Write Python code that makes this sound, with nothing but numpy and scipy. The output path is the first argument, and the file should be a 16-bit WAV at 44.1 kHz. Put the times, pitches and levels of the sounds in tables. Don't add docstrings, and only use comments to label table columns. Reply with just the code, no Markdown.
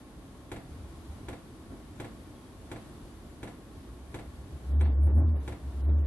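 import sys
import numpy as np
from scipy import signal
from scipy.io import wavfile
from scipy.ndimage import uniform_filter1d

SR = 44100
rng = np.random.default_rng(int(sys.argv[2]) if len(sys.argv) > 2 else 0)


def bounce(signal):
    frames = np.transpose(np.atleast_2d(signal))
    limited = np.clip(frames, -1, 1)
    pcm = np.round(limited * 32767).astype(np.int16)
    wavfile.write(sys.argv[1], SR, pcm)


def convert_level_to_amplitude(level_db):
    exponent = np.asarray(level_db, float) / 20
    return 10 ** exponent


N = 267378


def rms_one(x):
    return x / np.sqrt(np.mean(x ** 2) + 1e-20)


def at_hz(points, hz, column=1):
    points = np.array(points)
    return np.interp(np.log(hz), np.log(points[:, 0]), points[:, column])


def drift(rate_hz):
    r = np.exp(-80 * np.pi * rate_hz / SR)
    white = rng.standard_normal(N // 40 + 2002)
    slow = signal.lfilter([1], [1, -2 * r, r * r], white)[2000:]
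    return np.interp(np.arange(N) / 40, np.arange(len(slow)), rms_one(slow))


def clicks(times, levels_db, size=N):
    out = np.zeros(size)
    np.add.at(out, (np.asarray(times) * SR).astype(int), convert_level_to_amplitude(np.asarray(levels_db)))
    return out


def ring(x, hz, t60):
    r = convert_level_to_amplitude(-60 / (t60 * SR))
    w = 2 * np.pi * hz / SR
    return signal.lfilter([0, np.sin(w)], [1, -2 * r * np.cos(w), r * r], x + 1e-18)


def resonance(hz, width_hz):
    x = rng.standard_normal(N)
    r = np.exp(-np.pi * width_hz / SR)
    w = 2 * np.pi * hz / SR
    for _ in range(2):
        x = signal.lfilter([1, 0, -1], [1, -2 * r * np.cos(w), r * r], x)
    return rms_one(x)


# f/Hz, left-right likeness (-1 to 1)
COHERENCE = [(100, 0.9316), (250, 0.97), (500, 0.77), (1000, 0.52), (2000, 0.011), (8000, 0.01),
             (12000, 0.047)]
# f/Hz, left minus right/dB
PORT_LEAN = [(500, -0.07), (2000, .2), (4000, 1.8), (8000, 2.5), (12000, 5.5)]


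def stereo_noise(spectrum, shape, size=N):
    out, white = 0, rng.standard_normal((2, 2, size))
    bottom, top = spectrum[0][0], spectrum[-1][0]
    edges = np.geomspace(max(bottom, 20), top, round(3 * np.log2(top / bottom)))
    for k, (low, high) in enumerate(zip(edges, edges[1:])):
        band = signal.butter(2, [low, high], "band", fs=SR, output="sos")
        mid, side = signal.sosfilt(band, white[k % 2])
        hz = np.sqrt(low * high)
        alike = np.clip(at_hz(COHERENCE, hz), -1, 1)
        lean = at_hz(PORT_LEAN, hz) / 2
        pair = np.sqrt(1 + alike) * mid + np.sqrt(1 - alike) * side * [[1], [-1]]
        out = out + convert_level_to_amplitude(at_hz(spectrum, hz)) * convert_level_to_amplitude(np.array([[lean], [-lean]])) * shape(hz) * pair
    return out


# t/s, length/s, start f/Hz, end f/Hz, level/dB
BIRD_NOTES = [
    (2.33, .08, 3340, 3290, -72),
    (2.41, .12, 3250, 3300, -73),
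    (2.52, .03, 3850, 3850, -75),
    (2.585, .04, 3600, 3650, -76),
    (3.28, .05, 7450, 7050, -72),
]


def birds():
    lean_db = -4
    out = np.zeros((2, N))
    hoarse = 1 + .5 * resonance(45, 60)
    for s, length, start_hz, end_hz, db in BIRD_NOTES:
        n = int(length * SR)
        warble = 40 * np.sin(2 * np.pi * 28 * np.arange(n) / SR)
        hz = np.linspace(start_hz, end_hz, n) + warble
        note = np.sqrt(np.hanning(n)) * np.sin(2 * np.pi * np.cumsum(hz) / SR)
        start = int(s * SR)
        out[:, start:start + n] += convert_level_to_amplitude(db) * note * convert_level_to_amplitude(np.array([[lean_db], [-lean_db]]) / 2)
    return out * hoarse


# f/Hz, density level/dB per Hz
AIR_SPECTRUM = [(25, -23), (50, -0.5), (100, -8.5), (170, -11.5), (280, -7.5), (450, -19.5), (700, -21),
                (1100, -25), (1600, -28.5), (2500, -34), (3500, -32.5), (5500, -38.5), (10500, -38.5),
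                (12500, -35)]


def blower():
    flicker = convert_level_to_amplitude(.5 * drift(1.2) + .5 * drift(2.6))
    rush = rms_one(stereo_noise(AIR_SPECTRUM, lambda hz: flicker))
    return convert_level_to_amplitude(-49) * rush + convert_level_to_amplitude(-70) * resonance(1090, 96)


# t/s, peak level/dB, spring return relative to the stroke/dB
PUMP_STROKES = [
    (0.5157, -36.5, -6.5),
    (1.284, -37.5, -6),
    (1.9989, -37, -5.5),
    (2.7146, -38, -7),
    (3.4292, -38.5, -5),
    (4.1426, -37.5, -6.5),
    (4.8092, -36.5, -8),
    (5.4767, -37.5, -7),
]
# t after the first/s, level/dB
PLUNGER_CONTACTS = [
    (0, 4),
    (.0052, .5),
    (.0098, -2.5),
]
# f/Hz, level/dB, t60/s
PUMP_MODES = [(109.5, 6, 0.23), (252.4, 2.5, 0.071), (287.5, 10.5, .1), (386, 3, 0.013),
              (480, -10.5, 0.013), (690, -13, 0.049), (794, -9, 0.083), (1020, -5, 0.056), (1402, -9, 0.12),
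              (1652, -3.5, 0.032), (1973, -8, 0.042), (2286, -2.5, 0.024), (2980, -19, 0.031),
              (3220, -13, 0.073), (3473, -12.5, 0.025), (3810, -11, 0.025), (4016, -12.5, 0.033),
              (4360, -23, 0.044)]
# f/Hz, density level/dB per Hz, t60/s
WALL_ECHO = [(117.5, -2.5, 0.24), (306, 1, 0.3), (660, -10, 0.32), (1000, -19, 0.35), (1860, -22, 0.41),
             (3100, -25.5, 0.27), (4200, -33, 0.43), (4800, -29.5, 0.075), (7930, -26.5, 0.14),
             (12100, -32, 0.19)]
RETURN_S, REBOUND_S = .045, .00416


def pump():
    size = SR // 2
    t = np.arange(size) / SR
    touch = clicks(*np.transpose(PLUNGER_CONTACTS), size=size)
    body = 0
    for k, (hz, db, t60) in enumerate(PUMP_MODES):
        body = body + convert_level_to_amplitude(db - 7.5) * (-1) ** k * ring(touch, hz, t60)

    def decay(hz):
        return convert_level_to_amplitude(-60 * t / at_hz(WALL_ECHO, hz, column=2)) * (1 - np.exp(-t / 0.0015))

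    echo = stereo_noise(WALL_ECHO, decay, size=size)
    later = np.r_[np.zeros(4), body[:-4]]
    knock = np.array([body, later]) + convert_level_to_amplitude(16) * echo
    s, db, below = np.transpose(PUMP_STROKES)
    landing = clicks(s + RETURN_S, db + below)
    rebound = clicks(s + RETURN_S + REBOUND_S, db + below - 5)
    soft = np.exp(-2 * np.pi * 7000 / SR)
    back = signal.lfilter([1 - soft], [1, -soft], landing + rebound)
    return signal.fftconvolve(knock, [clicks(s, db) + back], axes=1)[:, :N]


# t of the top/s, top level/dB, time to grow the last 10 dB/s,
# time to lose 10 dB/s, f at the top/Hz
FLAME_SURGES = [
    (4.545, -37, -0.02, -0.1, 74.97),
    (4.69, -35, -0.02, 0.07, 72.1),
    (4.8, -21.5, 0.1, 0.18, 74.44),
    (5.068, -20, 0.1271, 0.036, 74.33),
    (5.181, -19, 0.0776, 0.0347, 78.16),
    (5.26, -22.5, 0.1032, 0.1457, 79.5),
    (5.52, -41, 0.08, 0.03, 72),
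    (5.69, -33.5, .065, -0.07, 71.04),
    (5.774, -32, .045, 0.1, 70.04),
    (5.905, -22, 0.08, 0.2, 74.94),
]
SURGE_SMOOTHING_S = .02
SAG_HZ_PER_DB, SAG_LIMIT_DB = 0.7, 18
FULL_DB = -20


def surges():
    t = np.arange(N) / SR
    s, top_db, grow, die, hz = np.transpose(FLAME_SURGES)[:, :, None]
    pace = np.maximum(np.where(t < s, grow, die), SURGE_SMOOTHING_S)
    lost_db = np.minimum(10 * ((t - s) / pace) ** 2, 90)
    power = uniform_filter1d(convert_level_to_amplitude(2 * (top_db - lost_db)), size=int(SURGE_SMOOTHING_S * SR), axis=1)
    total = power.sum(axis=0)
    sagged_hz = hz - SAG_HZ_PER_DB * np.minimum(lost_db, SAG_LIMIT_DB)
    return 10 * np.log10(total), np.sum(power * sagged_hz, axis=0) / total


# start t/s, length/s, level/dB
CHAMBER_FLARES = [(.15, .15, -70), (0.706, 0.227, -45), (0.975, 0.052, -46.5), (1.083, .06, -38.5),
                  (1.224, .13, -48.5), (1.598, 0.11, -54), (1.89, 0.0554, -45.5), (2.148, 0.11, -56),
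                  (3.022, 0.19, -55), (3.295, 0.119, -54), (3.7, 0.1, -47.5), (3.848, 0.265, -50),
                  (4.27, .07, -41.5), (4.374, 0.1, -43)]
# t/s, peak level/dB
FUEL_PUFFS = [
    (1.698, -53),
    (4.86, -58),
    (5.062, -44.5),
    (5.163, -46.5),
    (5.197, -55.5),
    (5.332, -54.5),
    (5.88, -50),
]
# f/Hz, density level/dB per Hz
ROAR_SPECTRUM = [(90, 3), (150, 0), (200, -9), (280, 0.5), (400, -11.5), (600, -14), (1100, -26.5),
                 (1700, -32.5), (2400, -41)]
CHAMBER_HZ, CHAMBER_WIDTH_HZ = 64, 28.5
FLARE_EDGE_S, MUTTER_IDLE_DB = 0.027, -61
ROAR_IDLE_DB, ROAR_FULL_DB, ROAR_GROWTH, ROAR_LAG_S = -55, -45, 0.61, 0.14


def burner():
    t = np.arange(N) / SR
    mutter = resonance(CHAMBER_HZ, CHAMBER_WIDTH_HZ)
    mutter = mutter / (uniform_filter1d(mutter ** 2, size=3000) + 0.35) ** .35
    flare = 0
    for s, length, db in CHAMBER_FLARES:
        inside = np.minimum(t - s, s + length - t)
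        flare = flare + convert_level_to_amplitude(db) * np.clip(inside / FLARE_EDGE_S + .5, 0, 1)
    puff = 0
    for s, db in FUEL_PUFFS:
        puff = puff + convert_level_to_amplitude(db) * np.maximum(t - s, 0) / 0.0096 * np.exp(1 - np.abs(t - s) / 0.02032)
    swell = convert_level_to_amplitude(ROAR_FULL_DB + ROAR_GROWTH * (surges()[0] - FULL_DB))
    swell = uniform_filter1d(swell, size=int(ROAR_LAG_S * SR))
    flicker = convert_level_to_amplitude(1.2 * drift(9))
    roar = rms_one(stereo_noise(ROAR_SPECTRUM, lambda hz: flicker))
    return (convert_level_to_amplitude(MUTTER_IDLE_DB) + flare) * mutter + (convert_level_to_amplitude(ROAR_IDLE_DB) + swell + puff) * roar


def rattle():
    band = signal.butter(2, [8800, 11500], "band", fs=SR, output="sos")
    buzz = signal.sosfilt(band, rng.standard_normal((2, N)))
    drive = np.clip((surges()[0] + 22) / 2, 0, 1)
    return convert_level_to_amplitude(-51) * drive * buzz * convert_level_to_amplitude(np.array([[0], [-8]]))


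SECOND_DB, SECOND_GROWTH = -54.5, .45
THIRD_DB, THIRD_GROWTH = -38, 1
THIRD_MODE_HZ, THIRD_WIDTH_HZ = 236.6, 5


def hum():
    level_db, hz = surges()
    over_db = level_db - FULL_DB
    off_mode_db = 10 * np.log10(1 + ((3 * hz - THIRD_MODE_HZ) / THIRD_WIDTH_HZ) ** 2)
    second_db = SECOND_DB + SECOND_GROWTH * over_db
    third_db = THIRD_DB + THIRD_GROWTH * over_db - off_mode_db
    phase = 2 * np.pi * np.cumsum(hz + 1.5 * drift(25)) / SR + np.array([[.07], [-.07]])
    partials = 0
    for k, db in enumerate([level_db, second_db, third_db]):
        partials = partials + convert_level_to_amplitude(db) * np.sin((k + 1) * phase + k)
    return np.sqrt(2) * partials


def scene():
    return pump() + burner() + hum() + rattle() + blower() + birds()


# level of the moment/dB, weakest band still kept/dB per Hz
MASKING_FLOOR = [(-38, -122), (-29, -100), (-18, -94.5)]
MASK_SPREAD_DB = 2.2
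TOP_HZ = 12030


def drop_masked(x, grain=0.27):
    window = np.sin(np.pi * (np.arange(2048) + .5) / 2048)
    hz, _, z = signal.stft(x, SR, window, 2048, 1024, scaling="psd")
    power = 2 * np.abs(z) ** 2
    loud_db = 10 * np.log10(power.sum(axis=1, keepdims=True) * hz[1] + 1e-18)
    floor_db = np.interp(loud_db, *np.transpose(MASKING_FLOOR))
    floor_db = floor_db + MASK_SPREAD_DB * rng.standard_normal(loud_db.shape[-1])
    error = rng.standard_normal(z.shape) + 1j * rng.standard_normal(z.shape)
    edges = np.unique(np.geomspace(40, 1025, 50).astype(int))
    for low, high in zip(edges, edges[1:]):
        band = power[:, low:high].mean(axis=1, keepdims=True)
        mask_db = floor_db - 2.5 * (hz[low] > 8800) + MASK_SPREAD_DB * rng.standard_normal(band.shape)
        z[:, low:high] += grain * np.sqrt(band / 4) * error[:, low:high]
        z[:, low:high] *= band > convert_level_to_amplitude(2 * mask_db)
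    z[:, hz > TOP_HZ] = 0
    return signal.istft(z, SR, window, 2048, 1024, scaling="psd")[1][:, :N]


def roll_off(x):
    return signal.sosfilt(signal.butter(12, 12320, fs=SR, output="sos"), x)


def record(dry):
    rolloff = signal.butter(2, 22, "high", fs=SR, output="sos")
    finished = drop_masked(signal.sosfilt(rolloff, dry))
    return roll_off(finished)


dry = scene()
out = record(dry)
bounce(out)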